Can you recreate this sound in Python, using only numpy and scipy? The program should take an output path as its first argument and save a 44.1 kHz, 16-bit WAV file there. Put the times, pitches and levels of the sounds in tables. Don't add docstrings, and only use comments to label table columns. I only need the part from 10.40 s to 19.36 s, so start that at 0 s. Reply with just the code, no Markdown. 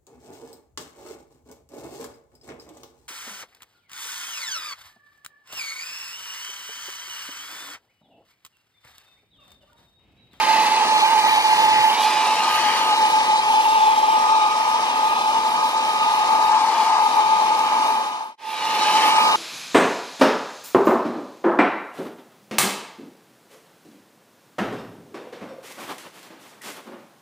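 import sys
import numpy as np
from scipy import signal
from scipy.fft import rfft, irfft
from scipy.io import wavfile
from scipy.ndimage import uniform_filter1d, map_coordinates

SR = 44100
rng = np.random.default_rng(int(sys.argv[2]) if len(sys.argv) > 2 else 0)


def put_to_file(sound):
    columns = np.atleast_2d(sound).T
    safe = np.clip(columns, -1, 1)
    whole_steps = np.round(safe * 32767)
    wavfile.write(sys.argv[1], SR, whole_steps.astype(np.int16))


N = 395118


def undb(db):
    return 10 ** (np.asarray(db) / 20)


def unit(x):
    return x / np.sqrt(np.mean(np.abs(x) ** 2))


def pan(db):
    return undb(np.array([db, -db]) / 2)


def along(table):
    hz, value = np.transpose(table)
    bins_hz = np.maximum(np.fft.rfftfreq(N, 1 / SR), 1)
    return np.interp(np.log(bins_hz), np.log(hz), value)


def curves(table):
    s, *columns = np.transpose(table)
    return [np.interp(np.arange(N) / SR, s, c) for c in columns]


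def walk(rate):
    k = int(SR / rate)
    steps = np.repeat(rng.standard_normal(N // k + 1), k)
    slewed = uniform_filter1d(uniform_filter1d(steps, k), k)
    return unit(slewed[:N])


def late(x, ms):
    return map_coordinates(x, [np.arange(N) - ms * SR / 1000], order=3, mode="mirror")


def ports(x, lead_ms):
    return np.array([late(x, -lead_ms / 2), late(x, lead_ms / 2)])


def heard(parts, lead_ms):
    return ports(parts[0], lead_ms) + parts[1:]


# frequency in Hz, share of the power (0-1).
WALL_SHARE = [(100, 0.012), (600, 0.08), (1200, 0.24), (1850, 0.33), (2300, 0.33), (2750, 0.09),
              (3500, 0.08), (3950, 0.35), (4600, 0.9), (10000, 0.8)]


def air(colour, db, flicker_db, rate):
    gain, wet = undb(along(colour)), np.clip(along(WALL_SHARE), 0, 1)
    share = np.sqrt([1 - wet, wet, wet])
    parts = irfft(rfft(rng.standard_normal((3, N))) * gain * share, N)
    parts = parts / np.sqrt(np.mean(parts[0] ** 2 + parts[1] ** 2))
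    return parts * undb(db + flicker_db * walk(rate))


SKIRT_HZ = 156


def tone(hz, width_hz, steady, wander_hz):
    shake = rng.standard_normal(N) + 1j * rng.standard_normal(N)
    for band_hz in (width_hz, SKIRT_HZ):
        pole = np.exp(-np.pi * band_hz / SR)
        shake = signal.lfilter([1 - pole], [1, -pole], shake)
    phase = 2 * np.pi * np.cumsum(hz + wander_hz * walk(160)) / SR
    pointer = np.sqrt(steady) + np.sqrt(1 - steady) * unit(shake)
    return unit((pointer * np.exp(1j * phase)).real), phase


# start in seconds, time by which the left port leads in ms,
# grille high hiss in dB, gain of the low and high hiss off the walls in dB,
# blade whine in dB, whine panning as left minus right in dB.
HOLD = [(0, -0.068, -26.5, -4, -37, 16), (.19, -0.069, -26, -3.5, -36.5, 15),
        (.4, -0.093, -29, -0.5, -39.5, 12), (.62, -0.17, -25, -5, -33.5, 9),
        (.75, -0.096, -29, -0.5, -39.5, 13), (.91, -0.18, -25, -6, -32, 9),
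        (1.06, -0.17, -27.5, -2.5, -43, 6), (1.2, -0.17, -26, -3.5, -37.5, 11),
        (1.35, -0.17, -26, -4, -37, 5), (1.47, -0.15, -26, -5.5, -38, 7),
        (1.65, 0.016, -27.5, -2, -35.5, 5), (2.15, 0.076, -30, 0.5, -28.5, -7),
        (2.36, 0.084, -26.5, -2.5, -32, -16), (2.5, 0.12, -28.5, -4, -30, -5),
        (2.65, 0.2, -30, -0.5, -33, 1), (3.05, 0.19, -31.5, -1, -30.5, -1), (3.4, 0.26, -32, -1, -32.5, -6),
        (3.7, 0.26, -33.5, -1, -34, -8), (3.95, 0.21, -35, 0.7, -25, -1), (4.4, 0.2, -34, 0.5, -31.5, -1),
        (4.75, 0.23, -33.5, -2.2, -27.5, -1), (4.95, 0.2, -34.5, 0.5, -30, -3),
        (5.1, 0.19, -34, -1.5, -30, -2), (5.4, 0.18, -34, 0, -28.5, 0), (5.62, 0.19, -33, -1.5, -25.5, -1),
        (5.78, 0.2, -33.5, 0, -29, -1), (6.05, 0.17, -35.5, 2.5, -26.5, 0), (6.4, 0.033, -34, 2, -35, -4),
        (6.62, 0.18, -36, 1.8, -28, -1), (7.0, 0.2, -36.5, 2.5, -29, -1), (7.25, 0.16, -35, 0.8, -31, -3),
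        (7.94, 0.21, -36, 0, -31, 1), (7.99, 0.013, -26.5, -6, -32.5, -2),
        (8.55, 0.07, -26.5, -1.5, -31, -14), (8.7, 0.11, -27.5, -1, -29, -14),
        (8.96, 0.18, -26, -5.5, -30.5, -21)]
# start in seconds, whistle in dB, roar in dB, panning as left minus right in dB.
BARREL = [(0, -18.5, -27.5, -8.5), (.35, -20.5, -25, -4), (.7, -17.5, -27.5, -5.5),
          (1.25, -16.5, -27.5, -3.5), (1.75, -20, -25.5, -6), (2.25, -22.5, -26, 5), (2.6, -19, -26.5, 0),
          (3.2, -16.5, -27.5, 1), (3.8, -16.5, -25.5, 2), (4.45, -23, -25.5, 1.5), (4.8, -19, -27, 1.5),
          (5.15, -23.5, -25, 1.7), (5.5, -20.5, -27.5, 1), (6.05, -19, -22, 3.2), (6.4, -20, -24, 4.5),
          (6.75, -16.5, -23.5, 3.5), (7.3, -22.5, -25, 2), (7.94, -20, -24.5, 1.5), (7.99, -21, -29, -8),
          (8.35, -21.5, -26, 0), (8.65, -17, -24, 0), (8.96, -19.5, -20.5, 3.5)]


def dryer():
    lead, high_db, walls_db, blade_db, blade_pan = curves(HOLD)
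    whistle_db, roar_db, barrel_pan = curves(BARREL)
    facing_db = high_db - np.mean(high_db)
    barrel_parts, whistle_phase = barrel(whistle_db, roar_db)
    whine, blade_phase = blades(blade_db, blade_pan, lead)
    hiss = grille(high_db, facing_db, walls_db)
    hiss[0] += mixtures(blade_phase, whistle_phase, facing_db)
    sound = heard(barrel_parts, lead) * pan(barrel_pan) + whine
    sound += echo(heard(reflect(hiss), lead))
    sound += heard(narrow_hiss(facing_db), NARROW_LEAD * lead)
    sound += heard(jet(roar_db, facing_db, blade_phase), lead / 2)
    sound += opposed(facing_db)
    return shade(sound, lead)


# frequency in Hz, relative density in dB per Hz.
ROAR = [(250, -54), (500, -38), (650, -10), (760, 0), (850, -2), (930, 9), (1000, 4), (1150, -0.5),
        (1300, -5), (1450, -17.5), (1650, -10), (1850, -20), (2800, -76)]
WHISTLE_HZ, WHISTLE_WIDTH_HZ, WHISTLE_STEADY, WHISTLE_WANDER_HZ = 868.5, 32, .77, 12.5
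WAVER_HZ, WAVERS_PER_S = 4, 9


def barrel(whistle_db, roar_db):
    drifting_hz = WHISTLE_HZ + WAVER_HZ * walk(WAVERS_PER_S)
    whistle, phase = tone(drifting_hz, WHISTLE_WIDTH_HZ, WHISTLE_STEADY, WHISTLE_WANDER_HZ)
    parts = air(ROAR, roar_db, 1.0, 27)
    parts[0] += undb(whistle_db) * whistle
    return parts, phase


# start in seconds, frequency in Hz before its wander.
BLADE_HZ = [(0, 1235), (2, 1234), (3.2, 1231), (4.2, 1229), (7.9, 1229), (8, 1234), (8.96, 1234)]
# frequency in Hz, relative density in dB per Hz.
BLADE_HUMPS = [(1900, -42), (2200, -18), (2470, 4), (2750, -12), (3350, -22), (3700, 4), (4150, -8),
               (4600, -40)]
BLADE_WIDTH_HZ, BLADE_STEADY, BLADE_WANDER_HZ = 20, .72, 8
HUMPS_DB, HUMPS_FLICKER_DB = -12.5, 1.5
HUMPS_LEAD = 1.65


def blades(blade_db, blade_pan, lead):
    blade, phase = tone(curves(BLADE_HZ)[0], BLADE_WIDTH_HZ, BLADE_STEADY, BLADE_WANDER_HZ)
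    whine = ports(undb(blade_db) * blade, lead) * pan(blade_pan)
    humps = air(BLADE_HUMPS, blade_db + HUMPS_DB, HUMPS_FLICKER_DB, 6)
    return whine + heard(humps, HUMPS_LEAD * lead), phase


# frequency in Hz, relative density in dB per Hz.
GRILLE_LOW = [(900, -45), (1600, 2.5), (1900, -2), (2200, 6.5), (2800, 7.5), (3200, 7.5), (3800, -99),
              (6000, -60)]
GRILLE_HIGH = [(1800, -60), (2800, -80), (3300, 5.5), (4200, 4.5), (5600, 1), (6100, -0.5), (7000, -6.5),
               (9000, -7.5), (11000, -13), (15000, -74)]
GRILLE_TOP = [(5000, -55), (8000, -9), (10000, 8), (11200, 8.5), (12500, 3), (15500, -3.5)]
# start in seconds,
# gain of the straight part in dB, gain of the part from the walls in dB before the hold's own wall gain.
LOW_HISS = [(0, -2.5, 0), (.45, -2, -3), (.9, -2.5, -4), (1.45, -2.5, -3), (1.7, -3.5, -2), (2.1, -2.5, 1),
            (2.45, -4.5, 3.5), (2.6, -2, -2), (3.05, -1.5, -4), (3.3, -2.5, -1), (3.8, -6, 0), (4.3, -3, 1),
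            (4.8, -3, -3), (5.05, -5, 0.5), (5.5, -1, -3), (5.9, -2, 0), (6.3, -10, 2.5), (6.7, -5, 3),
            (7.3, -5, 3.5), (7.94, -5, 1.5), (7.99, -4.5, 0), (8.4, -4.5, 4), (8.65, 1, -7), (8.96, -2, 1)]
LOW_HISS_DB, LOW_BEAM, TOP_DB, TOP_BEAM = -28.5, 0.88, -46.5, 0.76
HISS_FLICKER_DB = .9


def grille(high_db, facing_db, walls_db):
    hiss = air(GRILLE_LOW, LOW_HISS_DB + LOW_BEAM * facing_db, HISS_FLICKER_DB, 70)
    straight_db, wall_db = curves(LOW_HISS)
    hiss *= undb([straight_db, wall_db, wall_db])
    hiss += air(GRILLE_HIGH, high_db, HISS_FLICKER_DB, 70)
    hiss[1:] *= undb(walls_db)
    return hiss + air(GRILLE_TOP, TOP_DB + TOP_BEAM * facing_db, 2.9, 24)


# blade multiple, whistle multiple,
# peak level in dB before turning and flicker.
MIXES = [(1, -1, -51), (2, 0, -51), (4, 0, -48), (5, 0, -59), (2, -1, -48), (3, -1, -44)]
MIX_BEAM, TONE_FLICKER_DB = 1.1, 3


def mixtures(blade_phase, whistle_phase, facing_db):
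    total = np.zeros(N)
    for m, n, db in MIXES:
        level = undb(db + MIX_BEAM * facing_db + TONE_FLICKER_DB * walk(25))
        total += level * np.sin(m * blade_phase + n * whistle_phase)
    return total


# a list of delays in ms, before the sway.
REFLECT_MS = [1.308, 2.1, 3.4]
REFLECT_DB, REFLECT_SWAY_MS, REFLECT_SWAYS_PER_S = -9, .1, 8


def reflect(parts):
    out = []
    for x in parts:
        returns = sum(late(x, ms + REFLECT_SWAY_MS * walk(REFLECT_SWAYS_PER_S)) for ms in REFLECT_MS)
        out.append(x + undb(REFLECT_DB) * returns)
    return np.array(out) / np.sqrt(1 + len(REFLECT_MS) * undb(2 * REFLECT_DB))


# start in seconds, delay at the left port in ms,
# strength at the left port (0-1) before the power is evened out.
ECHO = [(0, 0.42, 0.36), (.6, 0.47, 0.3), (1.55, 0.4, 0.15), (1.7, 0.8, 0.34), (2.3, 0.66, 0.4),
        (2.7, 0.78, 0), (3.1, 0.31, 0.16), (3.9, 0.35, 0.3), (5.0, 0.34, 0.1), (6.0, 0.35, 0),
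        (7.0, 0.29, 0.15), (7.95, 0.31, 0.1), (7.99, 0.79, 0.2), (8.4, 0.72, 0.4), (8.96, 0.74, 0)]
ECHO_RIGHT_LATER_MS, ECHO_RIGHT_SHARE = 0.04, 0.4


def echo(x):
    ms, left = curves(ECHO)
    strength = np.clip([left, ECHO_RIGHT_SHARE * left], 0, .9)
    returned = np.array([late(x[0], ms), late(x[1], ms + ECHO_RIGHT_LATER_MS)])
    return (x + strength * returned) / np.sqrt(1 + strength ** 2)


# frequency in Hz, relative density in dB per Hz.
NARROW_HISS = [(1400, -23), (1600, -1), (1900, 2.5), (2100, 0.5), (2350, -28.5)]
NARROW_DB, NARROW_BEAM = -40.5, 1.3
NARROW_LEAD = 0.34


def narrow_hiss(facing_db):
    return air(NARROW_HISS, NARROW_DB + NARROW_BEAM * facing_db, 2.7, 12)


# frequency in Hz, relative density in dB per Hz.
JET = [(30, -48), (115, -32), (140, -19.5), (170, -11.5), (240, -4.5), (300, -4), (420, -1.5), (600, 0),
       (900, -4), (1600, -22.5), (2500, -55)]
HUM = [(190, -30), (225, -6), (245, 0), (265, -6), (310, -30)]
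# start in seconds, level in dB before flicker.
HUM_DB = [(0, -51), (3.3, -56), (4.2, -55), (7.5, -52.5), (8.96, -52)]
JET_DB = -35.5
BLADES, SHAFT_DB = 5, -56.5


def jet(roar_db, facing_db, blade_phase):
    turning_db = 0.56 * (roar_db - np.mean(roar_db)) + 0.36 * facing_db
    parts = air(JET, JET_DB + turning_db, 1.0, 8.8)
    shaft_level = undb(SHAFT_DB + TONE_FLICKER_DB * walk(4.1))
    parts[0] += shaft_level * np.sin(blade_phase / BLADES)
    return parts + air(HUM, curves(HUM_DB)[0], 1.0, 3)


# frequency in Hz, relative density in dB per Hz.
OPPOSED = [(1100, -50), (1300, -4), (1450, 0), (1600, -1), (1720, -10), (2000, -50)]
OPPOSED_DB = -40


def opposed(facing_db):
    rush = air(OPPOSED, OPPOSED_DB + 0.68 * facing_db, .8, 15)[0]
    return rush * np.array([[1], [-1]])


# frequency in Hz, left minus right in dB.
PORTS = [(3000, 0), (3600, 1), (4300, 3.5), (5300, 3), (6100, -1), (6800, -7.5), (8000, -3.5),
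         (10000, -1.5), (15000, -1)]
SHADE_HZ, SHADE_DB_PER_MS = 6160, 1


def shade(x, lead_ms):
    high_pass = signal.butter(4, SHADE_HZ, "high", fs=SR, output="sos")
    top = signal.sosfiltfilt(high_pass, x)
    leaning = x + top * (pan(SHADE_DB_PER_MS * lead_ms) - 1)
    return irfft(rfft(leaning) * pan(along(PORTS)), N)


RUMBLE_DB = -64.5


def rumble():
    low_pass = signal.butter(2, 38, fs=SR, output="sos")
    low = signal.sosfilt(low_pass, rng.standard_normal((3, N)))
    band = signal.butter(2, [75, 150], "band", fs=SR, output="sos")
    buffet = signal.sosfilt(band, rng.standard_normal((2, N)))
    gusts = unit(low[0] + low[1:]) * undb(RUMBLE_DB + 2.0 * walk(7.6)) * pan(np.array([-4.0]))
    patches_db = 7.5 * walk(9) + 2 * walk(30)
    buffeting = unit(buffet[0] + 0.5 * buffet[1] * np.array([[1], [-1]]))
    return gusts + buffeting * undb(RUMBLE_DB - 5.0 + patches_db)


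def scene():
    return dryer() + rumble()


FADE_CENTRE_S, FADE_S, GAP_S = 7.967, 0.47, 0.008
TOP_HZ = 15650


def record(dry):
    from_centre_s = np.abs(np.arange(N) / SR - FADE_CENTRE_S)
    fade = np.clip((from_centre_s - GAP_S) / FADE_S, .003, 1)
    low_pass = signal.ellip(10, .2, 70, TOP_HZ, fs=SR, output="sos")
    return signal.sosfilt(low_pass, dry * fade)


dry = scene()
out = record(dry)
put_to_file(out)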